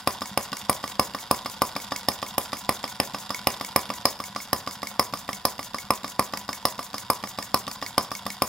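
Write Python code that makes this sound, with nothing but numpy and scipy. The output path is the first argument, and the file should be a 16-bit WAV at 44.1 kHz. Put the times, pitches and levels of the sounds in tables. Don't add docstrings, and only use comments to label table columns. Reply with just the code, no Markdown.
import sys
import numpy as np
from scipy import signal
from scipy.fft import rfft, irfft, next_fast_len
from scipy.io import wavfile

SR = 44100
rng = np.random.default_rng(int(sys.argv[2]) if len(sys.argv) > 2 else 0)


def rack_gain(trim_db):
    fader = np.asarray(trim_db, float)
    return 10 ** (fader / 20)


def inscribe(sig):
    pcm = np.round(np.clip(np.atleast_2d(sig).T, -1, 1) * 32767)
    wavfile.write(sys.argv[1], SR, pcm.astype(np.int16))


N = 373968
CYCLE_S = .15

# t/s, thump level/dB, pipe note level/dB, whistle level/dB, top hiss level/dB
FIRINGS = [(0.0739, -16.5, -16.5, -19, -27), (0.3749, -15.5, -20, -22, -27),
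           (0.6957, -14.5, -16.5, -20.5, -21.5), (0.9953, -14.5, -14.5, -16, -25),
           (1.3113, -16.5, -14.5, -18.5, -22.5), (1.619, -17.5, -14.5, -19.5, -26.5),
           (2.0855, -15, -22, -13, -26), (2.3809, -16.5, -22.5, -26.5, -26),
           (2.692, -15.5, -18, -20.5, -25.5), (3.0, -14.5, -25, -15.5, -27.5),
           (3.471, -13, -21.5, -17, -23), (3.7609, -14, -15.5, -15, -21), (4.054, -15, -17.5, -14, -25),
           (4.5302, -17, -19.5, -18, -26), (4.995, -18, -15, -13.5, -25.2), (5.452, -17, -17, -16.5, -23.5),
           (5.9053, -18.5, -13.5, -17.5, -27.5), (6.1939, -17.5, -14, -20.5, -26.5),
           (6.653, -17, -18, -15.5, -24), (7.101, -20.5, -14, -19.5, -24), (7.5433, -18.5, -15, -14, -26.5),
           (7.9798, -17, -14.5, -14.5, -27), (8.4207, -16.5, -17.5, -18.5, -26)]
COAST_SHARES = [
    [.4822],
    [.3101, .6464],
]
# thump level/dB, pipe note level/dB, whistle level/dB, top hiss level/dB
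MISS_LEVELS = [
    (-27, -29, -31, -46),
    (-26.5, -28, -30.5, -47),
]
# f/Hz, level/dB, t60/s
BLAST_MODES = [(1046, 12, .021), (673, -6, .1), (797, 6.3, .032), (2393, 12, .004)]
# f/Hz, level/dB, t60/s
GULP_MODES = [(1121, 12, .011), (293, -12, .08), (665, -4.5, .06), (805, 2.4, .04), (1820, 3.3, .007),
              (5150, -6, .008)]
# f/Hz, level/dB, t60/s
PIPE_WALL = (1152, 6, 0.022)
# f/Hz, level/dB, t60/s
PLINTH_MODES = [(73, -20, 0.089), (131.4, -20, 0.22), (197.4, -20, 0.11), (275, -34, 0.2),
                (403, -12.5, 0.039), (589, -56, 0.092)]
# f/Hz, width/Hz, level/dB
TEAR_BANDS = [(1735, 700, -2), (2056, 590, 3), (2880, 4000, -3)]
# f/Hz, width/Hz, level/dB
WHISTLE_BANDS = [(5150, 200, 0), (4000, 1200, -19)]
# f/Hz, width/Hz, level/dB
JET_BANDS = [(9360, 190, 6.5), (11770, 230, 3), (15600, 420, -6), (10040, 3700, 1), (7040, 1600, -35)]
# f/Hz, width/Hz, level/dB
CHUFF_BANDS = [(217, 280, -13), (620, 100, -3.5), (1200, 520, -9.5), (1850, 350, -7)]
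# share of cycle from valve opening, level/dB
FLOW_CURVE = [(0, -15.5), (.1, -18.5), (.27, -24.5), (.36, -37), (1, -44)]

# f/Hz, t60/s, level/dB under lash and rattle, level/dB under rocker, level/dB under seat
FRAME_MODES = [(195.3, 0.066, -26, -3.5, -16.5), (753, 0.047, -16.5, -20, -24),
               (987, 0.048, -9.5, -24, -11), (1436, 0.02, -13.5, -43, -35), (1936, 0.013, -15.5, -9, -5),
               (2835, 0.016, -16.5, -7.5, -16), (3343, 0.022, -14.5, -31, -35),
               (3650, 0.0066, -4.5, 3, -33), (4820, 0.0067, -5, 4, 2), (5370, 0.01, -15, -24, -22),
               (5460, 0.0043, -12.5, -5, 1), (7320, 0.02, -20.5, -7, -8), (10700, 0.0077, -17, -25, -8),
               (11230, 0.0048, -15, -26, -3.5)]
# f/Hz, width/Hz, then the three levels/dB as in FRAME_MODES
CRACK_BANDS = [(2900, 3500, -4.5, -22, 5.7), (7100, 4100, -1.5, 5, 14), (14000, 7400, -9, 3, 3.7)]
# t/s, level/dB
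GEAR_SLACK = [(0.0, -44), (3.99, -43), (4.13, -46), (7.93, -46), (8.48, -45.5)]
# share of cycle from valve opening, level/dB
RATTLE_CURVE = [(0, -38), (.1, -52), (.2, -51.5), (.44, -49), (.522, -43), (.62, -52), (.75, -49),
                (.9, -59), (1, -42.5)]
# level/dB in a fired cycle, a first miss, a second miss,
# scatter/dB, share of the slack's swing
STEM_RULE = (-50.5, -45.5, -38.5, 1.9, 0.4)
CLICK_RULE = (-42, -41, -36, 0.86, 0)
ROCKER_RULE = (-54, -32.5, -31.5, 1.3, 0.5)
KNOCK_RULE = (-48.5, -43, -44.5, 3, 1.25)
LASH_RULES = [
    (-42, -45, -58, 1.6, 0.3),
    (-41.5, -43, -40, 1.2, 2),
    (-44, -41.5, -44, 2, 2.8),
    (-47, -43, -44, 1.2, 1.5),
    (-51, -48, -43, 3.3, 1.5),
    (-58, -56, -46, 1.8, 0.97),
]
LASH_SHARES = (.5, .666, .726, .78, .832, .882)
SEAT_SHARES = (.227, .236, .243)
# t/s, added stem ring level/dB, added click level/dB
ODD_LANDINGS = [(.57, 5, 4.5), (.73, 8, 4), (.88, 5, 2.5), (1.19, -1, -7), (1.5, -9, 2), (1.8, 1, -6),
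                (3.18, -12, -1), (3.34, 4.5, 4), (3.5, 5, 2), (3.65, 4, 3.5), (4.24, 6, 0), (4.4, -2, -17),
                (5.17, -12, -2), (5.63, -9, -1), (6.37, 5.5, 6.5), (7.27, 0, -1), (7.71, -5, 5.5),
                (8.15, 5, 2)]

# f/Hz, level/dB per Hz
INTAKE_SPECTRUM = [(1800, -40), (3500, -14), (5500, -7), (6600, 0), (7500, -4), (8300, -9), (10500, -6),
                   (12500, -10), (15800, -9)]
# share of cycle from valve opening, level/dB
SUCK_CURVE = [(0, -54), (.14, -44), (.21, -52), (.27, -42), (.36, -32.5), (.52, -44), (.7, -70), (1, -58)]
SUCK_LEVELS = (1.6, -0.5, 0)

# t/s, signed gain
BENCH_ECHOES = [(0.0023, -0.18), (0.0029, -0.25), (0.0034, 0.29), (0.0043, 0.14), (0.0048, -0.27),
                (0.0062, -0.27), (0.0067, 0.13), (0.0092, 0.12), (0.0112, 0.13), (0.0141, 0.17),
                (0.0169, -0.09), (0.0177, -0.14), (0.0199, 0.11), (0.0241, 0.12), (0.0307, -0.11),
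                (0.0315, -0.12)]
# f/Hz, width/Hz, level/dB
HUM_BANDS = [(85, 80, -37), (122, 7.6, -42.5), (192, 30, -44)]
# f/Hz, level/dB per Hz
SHOP_SPECTRUM = [(18, -48), (30, -22), (204, 6), (449, -45), (540, -25), (1160, 16), (1670, 13), (4190, -9),
                 (5170, -29), (16000, -8)]
# f/Hz, side minus mid level/dB
SIDE_CURVE = [(60, -27.5), (1000, -19), (2500, -13.5), (5000, -7), (9000, -10.5), (14000, 2)]
# f/Hz, left minus right level/dB
LEAN_CURVE = [(1300, 0), (2400, -4), (4000, -3), (8000, 2), (13000, 1)]


def exhaust(rows, fired, flow_db, cycle):
    s, thump_db, note_db, whistle_db, hiss_db = rows.T
    bang = valve_pulse(rows[fired], BLAST_MODES, sign=-1, soft_s=.00019, wall_db=0)
    pop = valve_pulse(rows[~fired], GULP_MODES, sign=1, soft_s=.000054, wall_db=-4.5)
    pulse = (bang + pop) * rack_gain([[-.3], [.3]])
    tear = burst(clicks(s, rack_gain(thump_db + 14.5)), 0.00014, 0.0014)
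    stroke = rack_gain(flow_db - np.where(fired[cycle], 9, 0))
    whistle = gas_rush(s, whistle_db, 19, stroke, cycle, WHISTLE_BANDS)
    hiss = gas_rush(s, hiss_db, 17, stroke, cycle, JET_BANDS)
    chuff = burst(clicks(s, rack_gain(thump_db - 6 + 1 * ~fired)), 0.017, 0.026)
    return blown(tear, TEAR_BANDS) + pulse + whistle + hiss + blown(chuff, CHUFF_BANDS)


def valve_pulse(rows, modes, sign, soft_s, wall_db):
    s, thump_db, note_db = rows[:, 0] - .00007, rows[:, 1], rows[:, 2]
    thump = clicks(s, sign * rack_gain(thump_db))
    note = clicks(s, sign * rack_gain(note_db))
    note_hz, gain_db, note_t60 = modes[0]
    out = rack_gain(gain_db) * ring(note, note_hz, note_t60)
    wall_hz, gain_db, wall_t60 = PIPE_WALL
    out = out + rack_gain(wall_db + gain_db) * ring(note, wall_hz, wall_t60)
    for hz, db, t60 in modes[1:] + PLINTH_MODES:
        out = out + rack_gain(db) * ring(thump, hz, t60)
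    r = np.exp(-1 / (soft_s * SR))
    return signal.lfilter([1 - r], [1, -r], out)


def gas_rush(s, level_db, gain_db, stroke, cycle, bands):
    spurt = burst(clicks(s, rack_gain(level_db)), 0.00044, 0.0015)
    envelope = rack_gain(gain_db) * (spurt + stroke * rack_gain(level_db[cycle]))
    return even(blown(envelope, bands), envelope, cycle)


def openings():
    rows, misses = [], []
    for now, then in zip(FIRINGS, FIRINGS[1:]):
        wait = then[0] - now[0]
        shares = COAST_SHARES[round(wait / CYCLE_S) - 2]
        rows.append(now)
        rows += [(now[0] + share * wait, *db) for share, db in zip(shares, MISS_LEVELS)]
        misses += range(len(shares) + 1)
    rows = np.array(rows + FIRINGS[-1:])
    misses = np.array(misses + [0])
    missed = misses > 0
    scatter_db, follows = 1.62, 0.87
    rows[:, 1:] += missed[:, None] * scatter_db * rng.standard_normal((len(rows), 4))
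    rows[:, 1] += missed * follows * slack(rows[:, 0])
    return rows, misses


def crank(s):
    marks = np.r_[s[0] - CYCLE_S, s, s[-1] + CYCLE_S]
    turns = np.interp(np.arange(N) / SR, marks, np.arange(len(marks)))
    return turns % 1, np.clip(turns.astype(int) - 1, 0, len(s) - 1)


def frame(s, misses, rattle_db):
    start, length, kind = s[:-1], np.diff(s), misses[:-1]
    seat = start + length * np.take(SEAT_SHARES, kind)
    landing_db = np.zeros((len(seat), 2))
    for when, *db in ODD_LANDINGS:
        landing_db[np.argmin(abs(seat - when))] = db
    loose = gear_play(start, length, kind, rattle_db)
    rocker_lead_s = .0112
    taps = burst(rack_gain(-11) * contacts(s - rocker_lead_s, misses, ROCKER_RULE), 0.00028, 0.00092)
    drop = burst(rack_gain(-4.5) * contacts(seat, kind, CLICK_RULE, landing_db[:, 1]), .0001, 0.0018)
    brass = brass_ring(loose, taps, drop)
    landing = contacts(seat, kind, STEM_RULE, landing_db[:, 0])
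    stem = ring(burst(rack_gain(4.5) * landing, .00003, .00006), 2200, .045)
    return brass + stem * rack_gain([[-2.5], [2.5]]) + piston_knock(start, length, kind)


def gear_play(start, length, kind, rattle_db):
    lash = 0
    for at, rule in zip(LASH_SHARES, LASH_RULES):
        lash = lash + contacts(start + at * length, kind, rule)
    grains_per_s = 2500
    heights = rack_gain(3.18 * np.minimum(rng.exponential(1, N), 5))
    grains = (rng.random(N) < grains_per_s / SR) * heights
    return rack_gain(rattle_db + 1) * grains + burst(rack_gain(-3.5) * lash, 0.000067, 0.0011)


def brass_ring(loose, taps, drop):
    cracks = [(hz, 2.6 / width, *db) for hz, width, *db in CRACK_BANDS]
    noise, out = rng.standard_normal((2, N + 4000)), 0
    for k, (hz, t60, loose_db, tap_db, seat_db) in enumerate(FRAME_MODES + cracks):
        force = rack_gain(loose_db) * loose + rack_gain(tap_db) * taps + rack_gain(seat_db) * drop
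        rough = noise[:, 97 * k:97 * k + N]
        out = out + spread(ring(force * rough, hz, t60), hz)
    return out


def piston_knock(start, length, kind):
    knock = burst(contacts(start + .6 * length, kind, KNOCK_RULE), 0.009, 0.00038)
    return ring(knock, 193.7, 0.073)


def contacts(s, misses, rule, extra_db=0):
    *db, scatter_db, follows = rule
    jitter_s = .0006
    chance = rng.standard_normal((len(s), 2))
    level_db = np.take(db, misses) + extra_db + follows * slack(s) + scatter_db * chance[:, 1]
    return clicks(s + jitter_s * chance[:, 0], rack_gain(level_db))


def slack(s):
    return along(GEAR_SLACK, s) - np.mean(GEAR_SLACK, axis=0)[1]


def intake(misses, share, cycle):
    gulp_db = np.take(SUCK_LEVELS, misses) + 0.53 * rng.standard_normal(len(misses))
    return rack_gain(along(SUCK_CURVE, share) + gulp_db[cycle]) * coloured(INTAKE_SPECTRUM)


def shop(x):
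    t60_s, wall_cut_hz, echo_cut_hz, room_db = 0.46, 8200, 1400, -24
    size = next_fast_len(N + SR)
    hz = np.fft.rfftfreq(size, 1 / SR)
    s, gain = np.transpose(BENCH_ECHOES)
    skew = .000045 * (-1) ** np.arange(len(s))
    taps = [clicks(s + skew, gain), clicks(s - skew, gain)]
    echoes = 1 + rfft(taps, size) / (1 + 1j * hz / echo_cut_hz)
    dull = 1 / (1 + 1j * hz / wall_cut_hz)
    walls = np.zeros((2, len(hz)), complex)
    for k, lag in enumerate(rng.uniform(.012, 0.033, 16)):
        loop = rack_gain(-60 * lag / t60_s) * dull * np.exp(-2j * np.pi * hz * lag)
        walls[k % 2] += (-1) ** (k // 2) * loop / (1 - loop)
    alike = walls.mean(axis=0) + 0.25 * walls
    return irfft(rfft(x, size) * (echoes + rack_gain(room_db) * alike), size)[:, :N]


def background():
    return rack_gain(-53) * coloured(SHOP_SPECTRUM) + blown(0.95, HUM_BANDS)


def blown(envelope, resonances):
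    out, gas = 0, envelope * rng.standard_normal((2, N))
    for k, (hz, width, db) in enumerate(resonances):
        tone = spread(ring(gas, hz, np.log(9) / width), hz)
        out = out + (-1) ** k * rack_gain(db) * tone * np.sqrt(width / SR)
    return out


def even(sound, envelope, cycle):
    ratio = np.bincount(cycle, envelope ** 2) / np.bincount(cycle, sound.mean(axis=0) ** 2)
    return sound * np.sqrt(ratio / np.median(ratio))[cycle]


def coloured(spectrum):
    size = next_fast_len(N)
    hz = np.maximum(np.fft.rfftfreq(size, 1 / SR), 1)
    shape = rack_gain(at_hz([(0.76, -102)] + list(spectrum), hz))
    mid_side = rfft(rng.standard_normal((2, size))) * shape
    return rms_one(irfft(spread(mid_side, hz), size)[:, :N])


def spread(mid_side, hz):
    pair = mid_side[0] + rack_gain(at_hz(SIDE_CURVE, hz)) * mid_side[1] * [[1], [-1]]
    return pair * rack_gain(at_hz(LEAN_CURVE, hz) * np.array([[.5], [-.5]]))


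def clicks(times, sizes):
    out = np.full(N, 1e-18)
    out[np.clip(np.round(np.asarray(times) * SR).astype(int), 0, N - 1)] = sizes
    return out


def burst(x, rise_s, fall_s):
    up, down = np.exp(-1 / (rise_s * SR)), np.exp(-1 / (fall_s * SR))
    return signal.lfilter([1 - up], np.convolve([1, -up], [1, -down]), x)


def ring(x, hz, t60):
    r, w = rack_gain(-60 / (t60 * SR)), 2 * np.pi * hz / SR
    return signal.lfilter([0, np.sin(w)], [1, -2 * r * np.cos(w), r * r], x)


def rms_one(x):
    return x / np.sqrt(np.mean(x ** 2) + 1e-20)


def along(points, at):
    return np.interp(at, *np.transpose(points))


def at_hz(points, hz):
    f, db = np.transpose(points)
    return np.interp(np.log(hz), np.log(f), db)


def scene():
    rows, misses = openings()
    s = rows[:, 0]
    share, cycle = crank(s)
    engine = exhaust(rows, misses == 0, along(FLOW_CURVE, share), cycle)
    engine = engine + frame(s, misses, along(RATTLE_CURVE, share) + slack(np.arange(N) / SR))
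    engine = engine + intake(misses, share, cycle)
    return shop(engine) + background()


def roll_off(x):
    return signal.sosfilt(signal.butter(12, 16970, fs=SR, output="sos"), x)


def record(dry):
    x = np.stack([dry[0], np.roll(dry[1], 1)])
    x = signal.sosfilt(signal.butter(2, 109.6, "high", fs=SR, output="sos"), x)
    low_band = signal.butter(2, [20, 45], "band", fs=SR, output="sos")
    rumble = signal.sosfilt(low_band, rng.standard_normal((2, N)))
    x = 1.16 * np.tanh(x / 1.578) + rack_gain(-68) * rms_one(rumble)
    x = signal.sosfilt(signal.cheby2(10, 30, 16200, fs=SR, output="sos"), x)
    return roll_off(x)


dry = scene()
out = record(dry)
inscribe(out)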